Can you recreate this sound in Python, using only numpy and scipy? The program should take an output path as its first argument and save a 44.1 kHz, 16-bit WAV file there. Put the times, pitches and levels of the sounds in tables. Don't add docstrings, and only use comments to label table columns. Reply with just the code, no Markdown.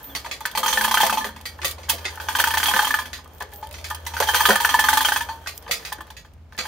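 import sys
import numpy as np
from scipy import signal
from scipy.fft import rfft, irfft, next_fast_len
from scipy.io import wavfile
from scipy.ndimage import uniform_filter1d, map_coordinates

SR = 44100
rng = np.random.default_rng(int(sys.argv[2]) if len(sys.argv) > 2 else 0)


def dump(signal):
    limited = np.clip(np.atleast_2d(signal).T, -1, 1)
    pcm = np.round(limited * 32767).astype(np.int16)
    wavfile.write(sys.argv[1], SR, pcm)


def boost(x):
    u = np.asarray(x, float) / 20
    return 10 ** u


N = 294147
SPAN = 12288

# time in seconds, level in dB.
ENGINE_LEVEL = [
    (0, -88),
    (1.4, -47),
    (2.1, -40.5),
    (3.0, -52.5),
    (4.5, -43.5),
    (5.6, -50),
    (6.2, -53.5),
    (6.67, -49),
]
# frequency in Hz, spectral level in dB per Hz.
AIR_SPECTRUM = [(15, -76), (25, -23), (47, -8.5), (70, 0.5), (87, -11), (127, -10), (190, -17), (285, -18),
                (405, -31.5), (911, -29.5), (1840, -37.5), (2220, -36.5), (16000, -63.5)]
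# time in seconds, frequency in Hz, level in dB.
BIRD_WHISTLE = [
    (.092, 3520, -62.5),
    (.1, 3500, -45),
    (.13, 3270, -48),
    (.15, 3120, -63),
]
# start in
# seconds, hold in seconds, frequency in Hz, level in dB.
HUMS_AND_SCRAPES = [(.01, 0.076, 272, -49.5), (0.6, 0.32, 220, -46.5), (0.656, 0.12, 514, -40.5),
                    (1.05, 0.14, 265, -44), (1.117, 0.12, 217, -46), (2.41, 0.57, 266, -49.5),
                    (3.003, 0.2, 240, -58.5), (3.422, 0.065, 417, -51.5), (3.63, 0.23, 591, -49.5),
                    (5.706, 0.033, 474, -46.5), (3.337, 0.053, 14200, -54), (3.538, .05, 14400, -44),
                    (5.55, .04, 14500, -48), (4.697, 0.43, 265.5, -47.5), (5.81, 0.093, 178, -57)]
# start in seconds, peak in dB, level of the deep leg part in dB.
JOLTS = [(0.262, -33, -30), (0.579, -26, -12), (1.035, -19.5, -18), (1.125, -26.5, -13),
         (1.245, -27, -11.5), (1.643, -31.5, -22), (1.78, -38.5, -11), (1.93, -31.5, -12),
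         (2.395, -27.5, -24), (2.739, -34, -4), (3.407, -31.5, -14.5), (4.202, -16.5, -26),
         (4.485, -13.5, -19), (4.504, -15, -10), (5.693, -33, -20), (5.983, -44, -0.5), (6.594, -32.5, -20)]
# frequency in Hz, width in Hz, level in dB.
BEAM_MODES = [(410, 28, -11), (525.4, 20, 4.5), (523, 50, 2.5), (588, 39, -8.5), (668, 28, -5),
              (810, 420, -9)]
# frequency in Hz, width in Hz, level in dB.
LEG_MODES = [(205, 23, -3), (225.6, 13, 1), (317, 21, -2)]
# start in
# seconds, level in dB, frequency in Hz, 60 dB decay in seconds.
SINGLE_RINGS = [(.03, -36, 14400, .2), (0.044, -34.5, 13800, 0.42), (0.16, -27.5, 4530, 0.14),
                (1.21, -27, 1745, 0.27), (4.742, -10.5, 1745, 0.11), (4.79, -10.5, 1745, 0.17),
                (3.523, -43, 1735, 0.14), (3.53, -42, 822, 0.36), (3.627, -28, 865, 0.18),
                (3.631, -40, 916, 0.48), (3.63, -49, 1770, .4), (2.791, -17, 1600, 0.092),
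                (2.908, -22.5, 1745, 0.4), (2.83, -18, 866, 0.087), (5.293, -25, 908, 0.31),
                (6.82, -26, 1502, 0.37), (4.335, -30, 490, 0.17), (4.488, -25, 214, 0.17),
                (4.5, -14, 540, 0.066), (2.4, -35.5, 780, 0.18), (1.62, -41.5, 360, 0.43)]
# start in seconds, peak in dB.
LINK_TICKS = [(0.262, -36), (1.588, -40), (1.6166, -29), (1.6386, -24), (1.8955, -12), (2.0561, -26),
              (3.2768, -44), (3.3349, -34), (3.3489, -33), (3.406, -25), (3.4237, -30), (3.4906, -44),
              (3.507, -42), (3.518, -40), (3.5599, -22), (3.6148, -30), (3.6706, -32), (3.7101, -35),
              (3.7799, -27), (5.305, -40), (5.343, -42), (5.4703, -35), (5.5661, -32), (5.5783, -13.5),
              (5.7103, -16), (6.336, -54), (0.942, -14), (1.0035, -12), (4.4885, -12), (6.5207, -48),
              (6.567, -32.5), (6.5888, -27)]
# time in seconds, running level in dB.
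CHAIN_EFFORT = [(0, -37.5), (.5, -39.5), (.8, -25.5), (1.0, -28.5), (1.41, -44.5), (2.27, -31),
                (2.53, -27.5), (2.79, -23), (3.21, -45.5), (4.03, -39), (4.44, -23), (5.03, -26),
                (5.29, -37.5), (5.48, -43), (5.89, -38.5), (6.46, -70), (6.67, -30)]
# frequency in Hz, spectral level in dB per Hz.
LINK_SPECTRUM = [(1180, -20), (2000, -9.5), (2760, -8.5), (3170, 0.5), (3840, -5.5), (5880, -8.5),
                 (7980, -6), (9330, -3.5), (14400, -5.5), (16000, -6.5)]
# frequency in Hz, width in Hz, level in dB.
HOUSING_MODES = [(864, 27, 5), (938, 20.7, 1.5), (1019, 37, -0.5), (1213, 30, 0), (1518, 103, -2.5),
                 (1697, 180, -3), (1742, 49.3, 4), (1850, 33, -13), (2370, 330, -19), (3130, 250, -11.5),
                 (3167, 25, 2), (3366, 19, -4), (4346, 19, -7), (6030, 230, -14)]
# frequency in Hz, level in dB, 60 dB decay in seconds.
TUBE_MODES = [(1910, 7, 0.25), (3510, 6.5, 0.49), (2020, 15, 0.062), (4090, 6, 0.36), (4400, 2.5, 0.4),
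              (4540, 0, 0.63), (4470, 1.5, 0.38), (4714, 7, 0.42), (2110, 2.5, 0.067), (2560, 14.5, 0.075),
              (6040, 4.5, 0.34), (4880, -4.5, 0.087), (6750, 2, 0.28), (5170, -18.5, 0.13)]
# frequency in Hz, spectral level in dB per Hz.
SLAP_SPECTRUM = [(410, -13), (700, -3), (1020, -10.5), (1200, 4), (1480, -2.5), (2160, 4), (2730, -0.5),
                 (4610, -2), (10000, -13), (16000, -46.5)]
# start in seconds, peak in dB, middle modes in dB,
# bright parts in dB, 60 dB chatter decay in seconds.
FIRST_PULL = [(0.551, -21, -9.5, -4, 0.14), (0.574, -15, -9.5, -5.5, 0.032), (0.631, -12, -14, -10, 0.12),
              (0.66, -16, -8, -4.5, 0.046), (0.68, -15, -1.5, -2, 0.25), (0.727, -16.5, -7, -1, 0.07),
              (0.774, -17, 0.5, -7, 0.044), (0.811, -17, 0, -8, 0.026), (0.838, -28, -21, 5, 0.032),
              (0.845, -15, -3, -6, 0.032), (0.879, -16, -17, -10.5, 0.043), (0.912, -12, -14.5, -9, 0.033),
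              (0.941, -11, -8.5, -7, 0.033), (0.973, -12.5, -1.5, -6, 0.06),
              (1.002, -12, -2.5, -11.5, 0.044), (1.01, -18.5, -4, 1.5, 0.047),
              (1.033, -11.5, -1.5, -6.5, 0.11), (1.065, -16, -6.5, -6.5, 0.013),
              (1.096, -14.5, -2, -11, 0.023), (1.126, -19, -13, -1.5, 0.14), (1.173, -15, -25, -9, 0.4),
              (1.244, -20, -4, -8, 0.066)]
SECOND_PULL = [(2.175, -28, -6, -28, 0.069), (2.2, -29, 2.5, -4.5, 0.11), (2.286, -17, 1.5, -7, 0.11),
               (2.351, -15.5, -0.5, -6, 0.071), (2.387, -14.5, -20, -6, 0.05),
               (2.399, -13, -1.5, -5, 0.026), (2.44, -15.5, 0, -6.5, 0.022),
               (2.472, -12.5, -8.5, -9.5, 0.029), (2.506, -20.5, -3, -4, 0.046),
               (2.538, -17, 2.5, -6, 0.046), (2.572, -18, 1.5, -0.5, 0.068), (2.6, -17.5, 1.5, -7, 0.05),
               (2.63, -13.5, 0, -6, 0.05), (2.658, -15.5, -3, -2.5, 0.095), (2.684, -16, -12, -2.5, 0.076),
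               (2.712, -19, -5, -8, 0.054), (2.738, -20.5, 3.5, -3, 0.05), (2.763, -13, -2, -8, 0.059),
               (2.791, -12.5, 3, -7.5, 0.077), (2.821, -19.5, -1, -4.5, 0.055),
               (2.846, -18.5, -6, -4, 0.044), (2.871, -16, -9.5, -8, 0.055), (2.905, -18, -3, -9, 0.045),
               (2.941, -18.5, 6, -5, 0.041), (2.988, -20, -2, -8.5, 0.05), (3.018, -33, -24, -8, 0.05),
               (3.056, -40, 2.5, 1.5, 0.026)]
THIRD_PULL = [(4.065, -23.5, -7, -5, 0.03), (4.137, -24.5, -9, -8, 0.15), (4.167, -23, -2, -5, 0.17),
              (4.201, -20.5, -6, -1.5, 0.016), (4.224, -18, -1.5, -3.5, 0.1),
              (4.272, -23.5, -16, -3.5, 0.041), (4.287, -11.5, -2.5, -8, 0.1), (4.337, -26.5, 5, 2, 0.086),
              (4.345, -14.5, 0.5, -2, 0.07), (4.36, -25, -4, 7.5, 0.25), (4.396, -22.5, -16, -3.5, 0.065),
              (4.405, -11.5, -1.5, -9.5, 0.037), (4.454, -8.5, -0.5, -5.5, 0.052),
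              (4.489, -9, -9, -6.5, 0.053), (4.505, -18.5, 10.5, 0.5, 0.12), (4.557, -17.5, 3.5, -5, 0.012),
              (4.601, -17, -3, -5.5, 0.065), (4.648, -11, 1.5, -9, 0.036), (4.691, -14.5, -5, -3.5, 0.16),
              (4.742, -8, -11.5, -15.5, 0.025), (4.767, -34, -7, -9, 0.042), (4.793, -19.5, 9.5, 2, 0.035),
              (4.84, -13, -1, -6, 0.098), (4.886, -10, 2, -5.5, 0.054), (4.93, -13, -0.5, -3.5, 0.08),
              (4.972, -11, -3, -6, 0.021), (5.007, -13.5, -7.5, -5, 0.053), (5.048, -16.5, 2.5, -1, 0.088),
              (5.086, -18.5, 4.5, -2.5, 0.045), (5.12, -15.5, 0, -4.5, 0.094), (5.161, -14.5, 1, -8, 0.062),
              (5.208, -19.5, -1.5, -8.5, 0.05), (5.288, -24.5, -5.5, -12, 0.25)]
# start in seconds, tube level in dB, links level in dB.
CHAIN_SLAPS = [(.15, -26.5, -36), (0.313, -27.5, -43), (1.455, -32, -37), (1.617, -33, -59),
               (1.646, -22, -25), (1.784, -46, -73), (1.833, -42, -63), (1.892, -37, -24),
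               (2.053, -25, -64), (3.131, -31, -42.5), (4.05, -67, -57), (3.507, -71, -73),
               (3.741, -36.5, -52), (3.843, -31.5, -42.5), (5.472, -28, -37.5), (5.691, -48, -67),
               (5.711, -19.5, -28), (5.85, -30.5, -41.5), (6.167, -40.5, -52.5), (6.588, -24, -44)]
# start in seconds, housing level in dB, middle modes in dB,
# tube and links level in dB.
WHEEL_TUGS = [(0.041, -60, -20, -47), (0.246, -23.5, -19, -35), (0.261, -26, -4, -34),
              (0.407, -23, -14, -38), (0.454, -17.5, 1.5, -26.5), (1.29, -28, -6, -58),
              (1.362, -32, -9, -39), (1.404, -39, -7.5, -49), (1.589, -31, -4, -53), (1.632, -24, 1, -35),
              (1.886, -26.5, -4, -46), (1.896, -12, -4.5, -19.5), (1.982, -33, -18, -35.5),
              (2.045, -29, 3, -35), (3.188, -33, -5, -50), (3.258, -39, -4, -65),
              (3.407, -25.5, 3.5, -35.5), (3.421, -27.5, 2, -53), (3.524, -37.5, -1, -46),
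              (3.569, -50, -14, -59), (3.629, -29, -11, -40), (3.712, -43, -15, -42),
              (3.784, -37, -16, -36.5), (3.903, -24.5, 1.5, -36), (3.908, -19, -1, -46),
              (3.946, -27.5, -19, -38.5), (5.377, -42, -11, -67), (5.44, -42, -9, -58),
              (5.461, -33, 10, -39), (5.625, -51, -3, -49), (5.664, -30.5, -6, -59),
              (5.679, -28, -1.5, -37), (5.796, -39, -15, -39), (5.827, -41.5, 0.5, -43),
              (5.921, -20.5, -1, -34.5), (5.984, -40, 7, -67), (6.006, -26.5, -3, -47),
              (6.075, -45, -2.5, -51), (6.103, -32, -3.5, -42.5), (6.248, -41, 1, -51.5),
              (6.524, -38.5, -0.5, -49.5), (6.549, -47.5, 4, -57), (6.578, -36, 6, -28),
              (6.654, -26.5, -1, -37)]
# start in seconds, level in dB, 60 dB chatter decay in seconds.
LINK_CLINKS = [(0.042, -32, 0.004), (0.4052, -29.5, 0.012), (0.4568, -14, 0.0097), (0.513, -26, 0.0097),
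               (1.289, -32, 0.006), (1.363, -34, 0.0075), (1.4116, -29.5, 0.0069), (1.583, -44, 0.006),
               (1.6033, -40, 0.0051), (1.6324, -31, 0.0034), (1.711, -19.5, 0.011), (1.89, -16, 0.0042),
               (1.897, -6, 0.013), (2.156, -29, 0.006), (3.244, -37.5, 0.0066), (3.276, -41, 0.0067),
               (3.3823, -38, 0.0063), (3.403, -28, 0.0042), (3.4233, -21.5, 0.0059), (3.4905, -46, 0.0054),
               (3.5064, -50, 0.0044), (3.5184, -39, 0.006), (3.5349, -30.5, 0.01), (3.671, -30.5, 0.0051),
               (3.6894, -37, 0.006), (3.711, -29, 0.0043), (3.7264, -29, 0.009), (3.812, -38, 0.006),
               (3.8866, -30, 0.0065), (3.8996, -22.5, 0.022), (3.947, -20.5, 0.0099), (4.0018, -42, 0.006),
               (4.052, -30, 0.0036), (5.3772, -56, 0.0078), (5.4166, -47, 0.005), (5.4544, -42, 0.0049),
               (5.576, -29, 0.0058), (5.6246, -37, 0.0067), (5.694, -36, 0.0037), (5.9256, -19, 0.011),
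               (5.9834, -41, 0.006), (6.007, -33, 0.014), (6.0686, -40, 0.0071), (6.104, -31, 0.0085),
               (6.1384, -53, 0.0049), (6.335, -48, 0.0073), (6.5246, -53, 0.006), (6.549, -56, 0.0053)]
# frequency in Hz, correlation from 0 to 1.
LIKENESS = [(40, 0.82), (140, 0.96), (330, 0.89), (700, 0.66), (1650, 0.43), (4970, 0.21), (15000, 0.29)]
# frequency in Hz, left over right in dB.
SIDE_LEAN = [(60, 1), (150, -1.5), (380, 1), (950, 0.5), (2380, 0.5), (5980, -4.5), (15000, -1.5)]
# frequency in Hz, width in Hz, depth from 0 to 1.
CASE_NOTCHES = [
    (8005, 285, 0.93),
    (10700, 950, 0.68),
]


def unit(x):
    return x / np.sqrt(np.mean(x ** 2) + 1e-20)


def along(points, hz):
    f, v = np.transpose(points)
    return np.interp(np.log(hz + 1), np.log(f + 1), v)


def curves(rows):
    s, *cols = np.transpose(rows)
    return [np.interp(np.arange(N) / SR, s, c) for c in cols]


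def wobble(rate):
    return map_coordinates(rng.standard_normal(int(N * rate / SR) + 4), [np.arange(N) * rate / SR])


def fall_db(t, t60):
    return -60 * t / t60


def add_at(out, s, sound):
    out[:, round(s * SR):][:, :sound.shape[1]] += sound


def filtered(x, response):
    m = next_fast_len(x.shape[-1] + 2048)
    return irfft(rfft(x, m) * response(np.fft.rfftfreq(m, 1 / SR)), m)[..., :x.shape[-1]]


def resonances(modes, scatter_db=0):
    c, w, db = np.transpose(modes)[:, :, None]
    strength = unit(boost(scatter_db * rng.standard_normal(len(modes))))
    gain = strength * (-1) ** np.arange(len(modes)) * boost(db[:, 0])
    return lambda f: gain @ (1j * f * w / (c * c - f * f + 1j * f * w))


def metallic(spectrum, peaks_db):
    peaks = peaks_db * rng.standard_normal(400)
    return lambda f: boost(along(spectrum, f) + np.interp(f, np.linspace(0, SR / 2, len(peaks)), peaks))


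def spiky(shape, spread_db):
    return unit(rng.standard_normal(shape) * boost(spread_db * rng.standard_normal(shape)))


def stereo(pair):
    def mid_side(hz):
        angle = np.arccos(np.clip(along(LIKENESS, hz), -1, 1)) / 2
        return np.array([np.cos(angle), np.sin(angle)])
    mid, side = filtered(pair, mid_side)
    return np.array([mid + side, mid - side])


def engine_order(hz, drift):
    phase = 2 * np.pi * np.cumsum(hz + drift * wobble(2.9)) / SR
    return np.sqrt(2) * np.sin(phase) * boost(3.5 * wobble(6.1))


def yard():
    upper_db, = curves(ENGINE_LEVEL)
    engine = boost(upper_db) * engine_order(81, drift=0.68) + boost(-53) * engine_order(62.5, drift=3.53)
    air = unit(filtered(rng.standard_normal((2, N)), lambda f: boost(along(AIR_SPECTRUM, f))))
    return engine + boost(-51 + 0.3 * wobble(5.3)) * stereo(air)


def bird():
    hz, db = curves(BIRD_WHISTLE)
    t = np.arange(N) / SR
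    sounding = (t > BIRD_WHISTLE[0][0]) * (t < BIRD_WHISTLE[-1][0])
    return boost(db) * sounding * np.sin(2 * np.pi * np.cumsum(hz) / SR)


def effort(level_db, grows):
    return level_db + grows * (curves(CHAIN_EFFORT)[0] + 30)


def frame():
    t = np.arange(N) / SR

    def mode(hz, width_hz):
        return unit(filtered(spiky((2, N), spread_db=6.5), resonances([(hz, width_hz, 0)])))

    hums = 0
    for s, hold_s, hz, db in HUMS_AND_SCRAPES:
        swell_db = -300 * np.maximum(s - t, 0) - 120 * np.maximum(t - s - hold_s, 0)
        speed = 0.5 + hz / 4000
        hums = hums + boost(db + speed * swell_db) * mode(hz, 0.038 * hz)
    rumble = boost(effort(level_db=-45, grows=0.48)) * mode(548, 400)
    return stereo(hums + rumble)


def thuds():
    out, t = np.zeros((2, N + SPAN)), np.arange(SPAN // 2) / SR
    for s, db, deep_db in JOLTS:
        push = spiky((2, len(t)), spread_db=8) * boost(fall_db(t, 0.14))
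        beam = filtered(push, resonances(BEAM_MODES, scatter_db=3.5))
        legs = filtered(push, resonances(LEG_MODES, scatter_db=11.5))
        add_at(out, s, boost(db + 23) * (beam + boost(deep_db + 4.5) * legs))
    return stereo(out[:, :N])


def tinks():
    t = np.arange(N) / SR
    out = 0
    for s, db, hz, t60 in SINGLE_RINGS:
        out = out + (t > s) * boost(db + fall_db(np.abs(t - s), t60)) * np.sin(2 * np.pi * hz * t)
    return out


def ticks():
    out, t = np.zeros((2, N + SPAN)), np.arange(SPAN // 8) / SR
    for s, db in LINK_TICKS:
        envelope = boost(fall_db(t, .004)) + boost(-10 + fall_db(t, .03))
        burst = rng.standard_normal((2, len(t))) * envelope
        add_at(out, s, boost(db - 6) * burst * (1 - t / t[-1]))
    return stereo(filtered(out[:, :N], lambda f: (1j * f / (5000 + 1j * f)) ** 2))


def running_chain():
    clumps_db = 2.5 * wobble(30)
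    grind = unit(filtered(spiky((2, N), spread_db=6), resonances(HOUSING_MODES)))
    grind_db = effort(level_db=-30.5, grows=1.54) + clumps_db - 7.5
    z = signal.stft(spiky((2, N), spread_db=1.5), nperseg=1024)[2]
    singing = uniform_filter1d(rng.standard_normal(z.shape[1:]), 5, axis=1) * np.sqrt(5)
    jingle = signal.istft(z * boost(6.1 * singing), nperseg=1024)[1][:, :N]
    jingle = unit(filtered(jingle, lambda f: boost(along(LINK_SPECTRUM, f))))
    jingle_db = effort(level_db=-34.5, grows=1.64) + clumps_db - 6.5
    return stereo(boost(grind_db) * grind + boost(jingle_db) * jingle)


def strikes():
    rows = []
    usual_db = -12
    for s, db, middle_db, bright_db, chatter_s in FIRST_PULL + SECOND_PULL + THIRD_PULL:
        excess_db = db + bright_db - usual_db
        crisp_db = -3 * np.log2(np.clip(chatter_s, .01, .3) * 20)
        tube_db = usual_db - 12 + 0.71 * excess_db
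        links_db = usual_db - 7 + 0.99 * excess_db + crisp_db
        rows.append((s, db + 10, middle_db + 2.5, bright_db + 7, tube_db, links_db, chatter_s))
    for s, db, links_db in CHAIN_SLAPS:
        rows.append((s, db - 26.5, 0, 0, db, links_db, 0.072))
    for s, db, middle_db, side_db in WHEEL_TUGS:
        rows.append((s, db + 6, middle_db + 2.5, -3, side_db - 6, side_db - 15, 0.051))
    for s, db, chatter_s in LINK_CLINKS:
        rows.append((s, -120, 0, 0, -120, db - 12, chatter_s))
    return rows


def housing(middle_db, bright_db):
    modes = []
    for hz, width_hz, db in HOUSING_MODES:
        raised_db = middle_db if 1350 < hz < 2300 else bright_db * (hz > 2300)
        modes.append((hz * (1 + .012 * rng.standard_normal()), width_hz, db + raised_db))
    return resonances(modes, scatter_db=4)


def clack(t, housing_db, middle_db, bright_db, chatter_s):
    chatter_s = np.clip(chatter_s, .01, .3)
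    blow = signal.windows.hann(9)
    envelope = boost(-12 + fall_db(t, chatter_s)) + boost(-18.5 + fall_db(t, 0.52))
    push = spiky((2, len(t)), spread_db=6.5) * envelope
    push[0, :len(blow)] += boost(11 - 0.5 * np.log2(chatter_s * 20)) * blow
    sound = boost(housing_db + 9) * filtered(push, housing(middle_db, bright_db))
    sound[0, :len(blow) - 1] += boost(housing_db - 19) * np.diff(blow)
    return sound


def tube_rings(t):
    hz, db, t60 = np.transpose(TUBE_MODES)[:, :, None]
    clear = boost(db + fall_db(t, np.clip(t60, .04, .22))) * np.exp(2j * np.pi * hz * t)
    fine_hz = 1900 + 11000 * rng.random((40, 1)) ** 1.2
    fine_db = along(SLAP_SPECTRUM, fine_hz) - 4 + fall_db(t, 0.022 + 0.58 * rng.random((40, 1)))
    fine = boost(fine_db) * np.exp(2j * np.pi * fine_hz * t)
    return np.vstack([clear, fine]).astype(np.complex64)


def tube_slap(t, tube_db, rings, rebounds):
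    shape = (2, len(rings))
    strengths = boost(4 * rng.standard_normal(shape)) * np.exp(2j * np.pi * rng.random(shape))
    rise = 1 - np.exp(-t / .0025)
    dense = unit(filtered(spiky((2, len(t)), spread_db=2.5), metallic(SLAP_SPECTRUM, peaks_db=6)))
    crack = boost(4 + fall_db(t, 0.0091))
    dying = boost(fall_db(t, 0.25)) * rebounds * rise ** 0.13 + crack
    ringing = rise * (strengths.astype(np.complex64) @ rings).imag
    return boost(tube_db) * (boost(-1) * dense * dying + boost(-16) * ringing)


def link_shake(t, links_db, chatter_s, rebounds):
    shake = unit(filtered(spiky((2, len(t)), spread_db=0.5), metallic(LINK_SPECTRUM, peaks_db=4.5)))
    rise = 1 - np.exp(-t / (0.045 * np.clip(chatter_s, .003, .06)))
    fade_s = 3.38 * np.clip(chatter_s, .003, .3)
    settling = boost(fall_db(t, fade_s)) + boost(-1.5 + fall_db(t, np.minimum(0.17, 2 * fade_s)))
    return boost(links_db + 3) * shake * rise * rebounds * settling


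def contacts():
    out, t = np.zeros((2, N + SPAN)), np.arange(SPAN // 2) / SR
    rings = tube_rings(t)
    for s, housing_db, middle_db, bright_db, tube_db, links_db, chatter_s in strikes():
        landing_db = np.interp(t, np.linspace(0, t[-1], 40), rng.standard_normal(40))
        rebounds = boost(2 * (t > .008) * landing_db)
        sound = clack(t, housing_db, middle_db, bright_db, chatter_s)
        sound = sound + tube_slap(t, tube_db, rings, rebounds)
        sound = sound + link_shake(t, links_db, chatter_s, rebounds)
        add_at(out, s, sound * np.sqrt(1 - t / t[-1]))
    return stereo(out[:, :N])


def scene():
    background = yard() + bird()
    gantry = frame() + thuds() + tinks()
    return background + gantry + ticks() + running_chain() + contacts()


def roll_off(x):
    return signal.sosfilt(signal.butter(12, 16800, fs=SR, output="sos"), x)


def record(dry):
    def microphone(f):
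        case = np.prod([1 - depth / (1 + (2 * (f - hz) / w) ** 2) for hz, w, depth in CASE_NOTCHES], axis=0)
        lean = boost(along(SIDE_LEAN, f) / 2 * np.array([[1], [-1]]))
        top = 1 / (1 + np.exp(np.clip((f - 15750) / 60, -40, 40)))
        return case * lean * top

    hiss = boost(-76) * rng.standard_normal(dry.shape)
    heard = filtered(dry + hiss, microphone)
    held = heard / (1 + np.abs(heard / 1.05) ** 4) ** (1 / 4)
    return roll_off(held)


dry = scene()
out = record(dry)
dump(out)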